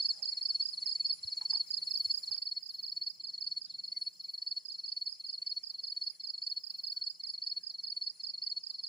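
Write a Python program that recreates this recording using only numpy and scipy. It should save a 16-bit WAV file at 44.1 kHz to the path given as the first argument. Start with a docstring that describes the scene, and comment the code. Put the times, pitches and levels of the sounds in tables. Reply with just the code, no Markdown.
"""A near cricket loops one rising phrase of wing strokes ahead of the microphone, in a forest camp at night.
On the right a second cricket chirps gliding strokes; others trill, buzz and tick round about, made of pulsed tones
and filtered clicks or noise. Shaped noise gives the air and the blur of far insects.
A board set down by the microphone rings as decaying tones; then a cut leads to a wider, quieter shot."""
import sys
import numpy as np
from scipy import signal
from scipy.fft import rfft, irfft, next_fast_len
from scipy.io import wavfile
from scipy.ndimage import uniform_filter1d, map_coordinates

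SR = 44100
rng = np.random.default_rng(int(sys.argv[2]) if len(sys.argv) > 2 else 0)


def wav_record(signal):
    """Record a signal, one row per channel, as 16-bit PCM in the file named by sys.argv[1]."""
    frames = np.transpose(np.atleast_2d(signal))
    bounded = np.clip(frames, -1, 1)
    # unit amplitude maps onto the largest positive 16-bit level
    quanta = np.round(bounded * 32767).astype(np.int16)
    wavfile.write(sys.argv[1], SR, quanta)


N = 391608
T = np.arange(N) / SR
CUT_S = 2.37  # the closer shot ends here
# Table levels are nominal: random swings and the gains for side, shot and mix come on top.


def amp(db):
    """Gain of a level in dB."""
    return 10 ** (np.asarray(db) / 20)


def unit(x):
    """x at rms 1."""
    return x / np.sqrt(np.mean(x ** 2) + 1e-20)


def curves(rows):
    """One value per sample for each column after the time."""
    s, *cols = np.transpose(rows)
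    return [np.interp(T, s, c) for c in cols]


def wobble(rate):
    """A smooth random curve, rate knots a second, held in steps of 16 samples."""
    knots = rng.standard_normal(int(N * rate / SR) + 4)
    return map_coordinates(knots, [T[::16] * rate]).repeat(16)[:N]


def filtered(x, response):
    """x times a response of frequency, zero-padded against wrap-round."""
    m = next_fast_len(N + SR // 2)
    return irfft(rfft(x, m) * response(np.fft.rfftfreq(m, 1 / SR)), m)[..., :N]


def band(lo_hz, hi_hz, order):
    """Response of a band-pass; a higher order has steeper edges."""
    return lambda f: 1 / (1 + (lo_hz / (f + 1)) ** order) / (1 + (f / hi_hz) ** order)


def tone(hz):
    """A sine that follows a pitch curve."""
    return np.sin(2 * np.pi * np.cumsum(hz) / SR)


def add(track, s, sound):
    """Lays a sound into the track at a time."""
    i = int(np.clip(round(s * SR), 0, N))
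    track[i:i + len(sound)] += sound[:len(track) - i]


def close(db):
    """Extra gain during the first, closer shot."""
    return np.where(T < CUT_S, amp(db), 1)


def trees(x, t60):
    """Scattered answer of trunks and leaves: decaying noise, different at each ear."""
    t = np.arange(SR // 4) / SR
    tail = rng.standard_normal((2, len(t))) * amp(-60 * t / t60) * (t > .004)
    return signal.oaconvolve(x[None], tail / np.linalg.norm(tail[0]), axes=1)[:, :N]


def rush(points, alike, patchy_db):
    """Stereo noise of rms 1 with patches of random gain; alike is the likeness of the two ears."""
    z = signal.stft(rng.standard_normal((2, N), dtype=np.float32), nperseg=512)[2]
    # smoothed over frequency, then over time
    field = uniform_filter1d(uniform_filter1d(rng.standard_normal(z.shape[1:]), 5, 0), 8, 1)
    pair = signal.istft(z * amp(patchy_db * unit(field)), nperseg=512)[1][:, :N]
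    f, db = np.transpose(points)
    a, b = filtered(pair, lambda hz: amp(np.interp(np.log(hz + 1), np.log(f + 1), db, -120, -120)))
    turn = np.arccos(np.clip(alike, -1, 1)) / 2
    mid, side = np.cos(turn) * a, np.sin(turn) * b
    return unit(np.array([mid + side, mid - side]))


def scratches(events, t60, response):
    """Short bursts of noise, each fading by 60 dB in t60 seconds, through one filter."""
    out, t = np.zeros(N), np.arange(SR // 16) / SR
    for s, db in events:
        add(out, s, amp(db - 60 * t / t60) * rng.standard_normal(len(t)))
    return filtered(out, response)


def bout_times(bouts):
    """Evenly spaced times from first to last of each bout."""
    return np.concatenate([np.linspace(first, last, count) for first, last, count in bouts])


def stray(count, top_db, range_db):
    """Faint events at chance times, as pairs of start_s and level_db."""
    return [(s * N / SR, top_db - range_db * u) for s, u in rng.random((count, 2))]


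# strokes in one phrase of the near cricket:
# offset_s, length_s, peak_place (0-1), level_db, start_hz, middle_hz, end_hz
NEAR_PHRASE = [(0.054, 0.019, 0.9, -52, 4400, 4228, 4230), (0.105, 0.023, 0.53, -36, 4396, 4390, 4105),
               (0.148, 0.023, 0.59, -34.5, 4540, 4324, 4206),
               (0.1917, 0.024, 0.85, -33.5, 4548, 4432, 4297),
               (0.244, 0.025, 0.52, -32.5, 4500, 4356, 4210), (0.287, .015, 0.54, -32, 4438, 4332, 4330),
               (0.327, 0.016, 0.56, -30.5, 4433, 4450, 4320), (0.372, 0.02, 0.85, -28.5, 4550, 4415, 4366),
               (0.421, 0.018, 1, -26.5, 4445, 4393, 4358), (0.471, 0.023, 0.94, -28, 4415, 4430, 4360)]
# returns from the ground and nearest trunks: delay_s, level_db
NEAR_ECHOES = [(.0045, -13), (.009, -18), (0.019, -28.5), (0.035, -25.5)]
PHRASE_S, FIRST_S = .5, -.3766  # length of a phrase, start of the first
SKIP_S = .0334  # song time lost at the cut


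def near_cricket():
    """Each wing stroke swells and stops, its pitch bending down at the end as the wing slows."""
    clock = (T + SKIP_S * (T >= CUT_S) - FIRST_S) % PHRASE_S
    level, hz = np.zeros(N), np.full(N, 4300.)
    for s, length, peak, db, start_hz, mid_hz, end_hz in NEAR_PHRASE:
        u = (clock - s) / length
        on = (u > 0) & (u < 1)
        rise_fall = np.interp(u[on], [0, peak, 1], [0, 1, 0])
        level[on] = amp(db) * np.abs(np.sin(np.pi / 2 * rise_fall)) ** 0.91
        last_hz = end_hz - 1.8 * (mid_hz - end_hz)
        hz[on] = np.interp(u[on], [0, .55, .85, 1], [start_hz, mid_hz, end_hz, last_hz])
    song = uniform_filter1d(level, size=90) * amp(0.12 * wobble(71))
    song = song * tone(uniform_filter1d(hz, size=60))
    song = filtered(song, band(4065, 5200, order=30))
    direct = song * amp([[.1], [-.1]])
    echoes = sum(amp(db) * np.pad(song, (round(s * SR), 0))[:N] for s, db in NEAR_ECHOES)
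    low = filtered(song, lambda f: 1 / (1 + ((f - 4200) / 150) ** 2))  # foliage returns the lower pitches best
    tail = amp(-16.5) * np.array([[.7, .3], [.3, .7]]) @ trees(low, t60=0.3)  # mostly from ahead
    return close(4.32) * (direct + echoes + tail + amp(-34.5) * trees(song, t60=0.25))


# overall level of the slow trillers: time_s, level_db
SLOW_LEVEL = [(0, -67.5), (1, -69.5), (2.36, -66.5), (2.38, -77), (4, -74.5), (5.5, -78), (7, -77),
              (8.88, -79)]
# two singers drifting out of step: pulse_rate_per_s, head_start_pulses, pitch_hz
SLOW_SINGERS = [(14.56, .1, 7165), (14.39, .44, 7190)]


def slow_triller():
    """Two singers, mostly to the right, sing narrow, rough pulses about fifteen a second."""
    song = np.zeros(N)
    for rate, ahead, hz in SLOW_SINGERS:
        pulse = np.abs(np.cos(np.pi * (ahead + rate * T))) ** 6.7
        song += pulse * amp(2.5 * wobble(100)) * tone(hz + 45 * wobble(90))
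    return amp(curves(SLOW_LEVEL)[0] + 5.5) * unit(song * [[-.3], [1]] + 0.46 * trees(song, t60=0.12))


# fast triller on the left: time_s, level_db, wing_pitch_hz
FAST_SONG = [(0.0, -71.5, 9940), (0.15, -76, 9570), (0.74, -69, 9690), (1.38, -74, 9600),
             (2.2, -67.5, 9740), (2.37, -75.5, 9740), (3.02, -86.5, 9640), (4.06, -77, 9750),
             (4.5, -78.5, 9670), (6.21, -79, 9700), (6.3, -80, 9720), (7.12, -78.5, 9650),
             (7.37, -82.5, 9730), (8.04, -77.5, 9690), (8.48, -88, 9620), (8.88, -76, 9750)]


def fast_triller():
    """Short falling pulses about ninety a second on the left; the wing pitch drifts."""
    db, wing_hz = curves(FAST_SONG)
    cycle = np.cumsum(91 + 0.62 * wobble(3)) / SR % 1
    gate = np.sin(np.pi * np.clip(cycle / 0.71, 0, 1)) ** 2
    hz = wing_hz + 1200 * (.3 - cycle) + 120 * wobble(200)
    song = gate * amp(2.1 * wobble(120)) * tone(hz)
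    return amp(db + 2.5) * unit(song) * [[1.4], [.15]]


# low rumble, its spectrum: frequency_hz, density_db
RUMBLE_SPECTRUM = [(12, -53), (20, -25), (49, -17), (86, -6.5), (173, -0.5), (204, -3.5), (263, -7),
                   (350, -8), (460, -46.5), (770, -120)]
# low rumble, its course: time_s, level_db
RUMBLE_COURSE = [(0.0, -86), (0.81, -80.5), (0.99, -82.5), (2.17, -82), (2.4, -87), (2.67, -89),
                 (2.84, -81.5), (3.83, -81.5), (4.43, -89.5), (6.06, -87.5), (6.16, -90.5), (7.64, -85.5),
                 (8.88, -88)]
# rustle near the camp: frequency_hz, density_db
RUSTLE_SPECTRUM = [(200, -34), (400, 0), (800, -5), (1200, -3.5), (2000, -42)]
# high sizzle, its spectrum: frequency_hz, density_db
SIZZLE_SPECTRUM = [(10000, -39.5), (11500, -3), (13000, -1.5), (14500, 3), (15400, -2.5), (15700, -19.5)]
# high sizzle, its course: time_s, level_db
SIZZLE_COURSE = [(0.0, -91), (0.49, -93), (0.69, -100), (1.26, -96), (1.85, -80), (2.17, -77.5),
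                 (2.52, -84), (2.89, -83.5), (3.39, -99), (4.2, -86), (4.67, -91.5), (6.35, -88.5),
                 (6.83, -84), (7.42, -95.5), (8.53, -99), (8.88, -96)]
# blur of far insects all round: frequency_hz, density_db
FOREST_SPECTRUM = [(200, -38), (400, -11), (1550, -11), (1950, -9.5), (2200, -3.5), (2500, -8.5),
                   (3300, -8.5), (3700, -18), (4100, 5), (5800, 3.5), (6600, -9.5), (7200, 5.5),
                   (8300, -19), (11000, -25)]
# far chorus, stronger on the left: frequency_hz, density_db
LEFT_SPECTRUM = [(8000, -22), (9000, -2.5), (9700, 3.5), (11000, -9.5), (11600, -23.5), (13800, -27.5),
                 (14800, -14), (15400, -14), (15700, -29)]
# highest far chorus: frequency_hz, density_db
HIGH_SPECTRUM = [(13500, -34), (14500, -14), (15100, -0.5), (15400, -8.5), (15700, -24)]
HUM_DB, HUM_CLOSE_DB = -90.5, 8  # level and its gain in the closer shot
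RUSTLE_DB, RUSTLE_CLOSE_DB = -86.5, 5.5


def air():
    """Shaped noise: low rumble with a faint hum, rustle near the camp, sizzle and the blur of the forest."""
    (rumble_db,), (sizzle_db,) = curves(RUMBLE_COURSE), curves(SIZZLE_COURSE)
    hum = close(HUM_CLOSE_DB) * amp(HUM_DB + 2.6 * wobble(5.7)) * tone(176 + 2 * wobble(12))
    rumble = amp(rumble_db + wobble(7.8)) * rush(RUMBLE_SPECTRUM, 0.98, patchy_db=1.0) * amp([[-1], [1]])
    rustle = close(RUSTLE_CLOSE_DB) * amp(RUSTLE_DB + 0.59 * wobble(2.7))
    rustle = rustle * rush(RUSTLE_SPECTRUM, 0.23, patchy_db=-0.5)
    sizzle = amp(sizzle_db + 5.5 + 3 * wobble(9) + 2.1 * wobble(35))
    sizzle = sizzle * rush(SIZZLE_SPECTRUM, .1, patchy_db=6) * amp([[3], [-5]])
    forest = amp(-67.5) * rush(FOREST_SPECTRUM, 0, patchy_db=4.0)
    left = amp([[-73], [-86]]) * rush(LEFT_SPECTRUM, 0, patchy_db=3.5)
    high = close(3) * amp([[-86], [-84]]) * rush(HIGH_SPECTRUM, 0, patchy_db=0.5)
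    return rumble + hum + rustle + sizzle + close(6.44) * (forest + left) + high


# lone louder ticks of the high insect: start_s, level_db
LONE_TICKS = [(.4535, -71), (1.6592, -61), (1.8988, -64), (2.1415, -63.5), (2.3194, -62.5), (3.155, -65.5),
              (5.1985, -64.5), (5.549, -65.5), (7.093, -69)]
# its runs of ticks: first_s, last_s, tick_count
RUNS = [(2.581, 3.083, 10), (6.487, 6.99, 10)]
# dry snaps on the right: start_s, level_db
SNAPS = [(.0209, -45.5), (.251, -41.5), (1.0665, -41.5), (1.9741, -44.5), (2.1135, -41.5), (2.3372, -41),
         (2.6942, -52), (2.8294, -55), (4.724, -48), (5.0614, -57), (6.271, -54), (6.4693, -44),
         (8.8639, -54)]
RUN_DB, RUN_SWELL_DB, RUN_PEAK = -59, 15, .65  # peak level, slope over a whole run, place of the peak 0-1


def ticker():
    """Noise bursts: a high insect ticks on the left, alone or in swelling runs; dry snaps come from the right."""
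    runs = []
    for first, last, count in RUNS:
        for u in np.linspace(0, 1, count):
            db = RUN_DB - RUN_SWELL_DB * abs(u - RUN_PEAK) + rng.normal(0, 2.5)
            runs.append((first + u * (last - first), db))
    ticks = LONE_TICKS + runs + stray(count=40, top_db=-67, range_db=6)
    snaps = SNAPS + stray(count=11, top_db=-59, range_db=8.5)
    high = scratches(ticks, .03, band(12500, 15500, order=14))
    high += 0.64 * scratches(ticks, .15, band(14300, 15500, order=30))  # longer, higher ring
    dry_snaps = scratches(snaps, 0.017, band(3700, 7600, order=8))
    return high * [[3.5], [.55]] + dry_snaps * [[.4], [2.1]]


# one gliding stroke: time_s, pitch_hz, level_db
STROKE_GLIDE = [(-.009, 5180, -29), (-.004, 5094, -5), (0, 4974, 3), (.003, 4760, -1.5), (.008, 4590, -7),
                (0.014, 4350, -20)]


def stroke(shift_hz):
    """One wing stroke: a tone that glides down as it swells and fades, shifted in pitch."""
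    s, hz, db = np.transpose(STROKE_GLIDE)
    t = np.arange(s[0], s[-1], 1 / SR)
    fade = signal.windows.tukey(len(t), .3)  # soft start and end
    return fade * np.interp(t, s, amp(db)) * tone(np.interp(t, s, hz) + shift_hz)


# bouts of the cricket on the right: first_chirp_s, last_chirp_s, chirp_count, strokes_in_last_chirp
RIGHT_BOUTS = [(.029, .6283, 4, 3), (.8645, 1.0663, 2, 3), (1.509, 2.3175, 5, 3), (2.4275, 3.243, 5, 2),
               (3.413, 3.619, 2, 2), (4.483, 4.483, 1, 2), (4.6585, 5.471, 5, 2), (5.641, 8.839, 17, 3)]
STROKES, STROKE_GAP_S = 3, .0316  # strokes in the other chirps; spacing in all
STROKE_DB, STROKE_CLOSE_DB = -33.5, 7
STROKE_SCATTER_DB, STROKE_JITTER_S = 0.97, 0.00093  # random spread


def right_cricket():
    """Gliding strokes from the right with a faint low shadow; the left ear gets them weak and inverted."""
    song, shadow = np.zeros(N), np.zeros(N)
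    times = []
    for first, last, chirps, end in RIGHT_BOUTS:
        for s in np.linspace(first, last, chirps):
            count = end if s == last else STROKES
            times += [s + k * STROKE_GAP_S for k in range(count)]
    for s, (detune, size, late) in zip(times, rng.standard_normal((len(times), 3))):
        db = STROKE_DB + STROKE_CLOSE_DB * (s < CUT_S) + STROKE_SCATTER_DB * size
        s += STROKE_GLIDE[0][0] + STROKE_JITTER_S * late
        add(song, s, amp(db) * stroke(35 * detune))
        add(shadow, s, amp(db - 41) * stroke(-3900 + 35 * detune))
    sides = np.array([-.25 * amp(2.7 * wobble(120)), amp(1.5 * wobble(200))])
    return song * sides + shadow * [[-.2], [1.3]] + amp(-20.5) * trees(song, t60=0.23)


# bouts of one farther, higher cricket: first_s, last_s, chirp_count
NEIGHBOUR_BOUTS = [(.125, 1.042, 6), (1.263, 1.263, 1), (1.484, 2.226, 5), (2.512, 2.73, 2),
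                   (2.923, 8.748, 33)]


def far_crickets():
    """A higher neighbour sings two strokes and a weaker third; more call at random, blurred by the trees."""
    song, times = np.zeros(N), bout_times(NEIGHBOUR_BOUTS)
    for s, size in zip(times, rng.standard_normal(len(times))):
        start = s + STROKE_GLIDE[0][0]
        add(song, start, amp(size) * stroke(190))
        add(song, start + 0.035, amp(size) * stroke(190))
        add(song, start + 0.058, amp(size - 5.0) * stroke(310))
    for s, voice, size in rng.random((260, 3)):
        add(song, s * N / SR, amp(-13 + 9 * size) * stroke(-150 + 450 * voice))
    direct = song * amp(2 * wobble(150)) * [[1], [-.8]]
    return close(6.5) * amp(-59.5) * (direct + 2.55 * trees(song, t60=0.051))


# knife on the board, click at the cut, brief rustle: centre_s, half_length_s, low_hz, high_hz, level_db
SWELLS = [(0.196, 0.11, 477, 915, -71), (2.367, 0.0053, 600, 6030, -60), (3.718, 0.086, 3490, 4070, -71)]


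def scrapes():
    """Short swells of grainy band noise, equal at both ears."""
    out = np.zeros(N)
    for s, half, lo_hz, hi_hz, db in SWELLS:
        u = np.arange(-2 * half, 2 * half, 1 / SR)
        edges = band(lo_hz, hi_hz, order=24)(np.fft.rfftfreq(len(u), 1 / SR))
        noise = irfft(rfft(rng.standard_normal(len(u))) * edges, len(u))
        grain = unit(noise) * amp(2.2 * wobble(60)[:len(u)])
        add(out, s + u[0], amp(db) * np.exp(-2 * (u / half) ** 2) * grain)
    return out


# contacts of the board on the logs: start_s, level_db
BOARD_KNOCKS = [(1.41, -47), (1.419, -51), (1.433, -57), (1.519, -61), (1.528, -44.5), (1.558, -51),
                (2.304, -61.5), (8.699, -63)]
# ringing modes of the board: pitch_hz, level_db, t60_s
BOARD_MODES = [(873.5, 2.5, 0.057), (1012.8, -6.5, 0.094), (1204, -8.5, 0.052), (1647, -20, 0.05),
               (2299.6, -16, 0.088)]
# hands jogging the microphone: start_s, level_db
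MIC_BUMPS = [(1.2, -78), (1.248, -56.5), (1.431, -78), (1.818, -70), (1.899, -72.5), (2.069, -65),
             (2.11, -68), (2.299, -70), (6.999, -80)]
# faint short tones: centre_s, pitch_hz, half_length_s, level_db
PINGS = [(0.349, 2104, 0.057, -79), (0.853, 2110, 0.069, -72), (3.8, 3829, 0.037, -70),
         (3.965, 2110, 0.07, -68.5), (5.846, 562.3, 0.044, -70.5), (6.104, 385.3, 0.027, -75.5),
         (6.996, 1517, 0.34, -80.5), (7.25, 2126, 0.087, -73), (7.585, 418, 0.03, -75),
         (8.48, 2073, 0.082, -75.5)]


def handling():
    """The board rings in decaying modes on the logs, hands thud on the microphone, small things ping."""
    out, t = np.zeros(N), np.arange(SR // 8) / SR
    for s, db in BOARD_KNOCKS:
        ring = sum(amp(g + rng.normal(0, 0.67) - 60 * t / t60) * np.sin(2 * np.pi * hz * t)
                   for hz, g, t60 in BOARD_MODES)
        add(out, s, amp(db - 6.0) * ring * (1 - np.exp(-t / 0.0024)))
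    out += 1.03 * scratches(BOARD_KNOCKS, 0.052, band(900, 2000, order=5))  # the clack of each contact
    thuds = np.zeros(N)
    for s, db in MIC_BUMPS:
        thud = amp(db + 6.0 - 60 * t / 0.075) * np.sin(2 * np.pi * 95 * t)
        add(thuds, s, thud * (1 - np.exp(-t / 0.0017)))
    for s, hz, length, db in PINGS:
        u = np.arange(-length, length, 1 / SR)
        waver = 1 + 0.29 * uniform_filter1d(rng.standard_normal(len(u)), size=200)
        add(out, s - length, amp(db) * np.exp(-8 * (u / length) ** 2) * tone(hz * waver))
    return out * amp([[-.5], [.5]]) + thuds * [[.15], [1.8]]


# bursts of the buzzer on the left: start_s, length_s, click_rate_per_s (only the last row's rate is used, for
# all bursts), level_db
BUZZ_BURSTS = [(1.129, 0.051, 364, -52), (1.214, .04, 364, -68), (2.014, 0.056, 363, -56),
               (2.697, 0.053, 361, -61), (3.577, .055, 363, -61.5), (3.984, 0.082, 363.1, -57),
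               (5.077, 0.064, 363, -59), (6.114, .06, 363, -59), (7.274, .06, 361, -57.5),
               (8.137, .06, 361, -57.5)]
BUZZ_HZ, BUZZ_WIDTH_HZ = 9900, 820  # wing resonance
BUZZ_RISE_S, BUZZ_FALL_S = 0.021, .04


def buzzer():
    """Swelling bursts of very regular clicks excite a broad wing resonance, heard on the left."""
    level, rate = np.zeros(N), np.zeros(N)
    for s, length, per_s, db in BUZZ_BURSTS:
        begin = s - .015
        knots = [begin, begin + BUZZ_RISE_S, s + 0.77 * length, s + 0.68 * length + BUZZ_FALL_S]
        shape = np.interp(T, knots, [0.012, 1, 1.0, 0.00097])  # the end values hold on outside the burst
        level += amp(db) * shape
        rate[shape > 0] = per_s  # so clicks run on faintly, at the last rate set
    count = np.floor(np.cumsum(rate + 0.71 * wobble(4)) / SR)
    clicks = np.diff(count, prepend=0) * amp(1.77 * wobble(150))
    wing = filtered(clicks, lambda f: np.exp(-.5 * ((f - BUZZ_HZ) / BUZZ_WIDTH_HZ) ** 2))
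    return level * unit(wing) * [[.45], [.07]]


def scene():
    """All singers, the camp and the air."""
    singers = near_cricket() + slow_triller() + fast_triller() + right_cricket() + far_crickets()
    return singers + air() + ticker() + scrapes() + handling() + buzzer()


TOP_HZ = 15750


def record(dry):
    """The camera keeps nothing above its band limit."""
    return filtered(dry, lambda hz: hz < TOP_HZ)


dry = scene()
out = record(dry)
wav_record(out)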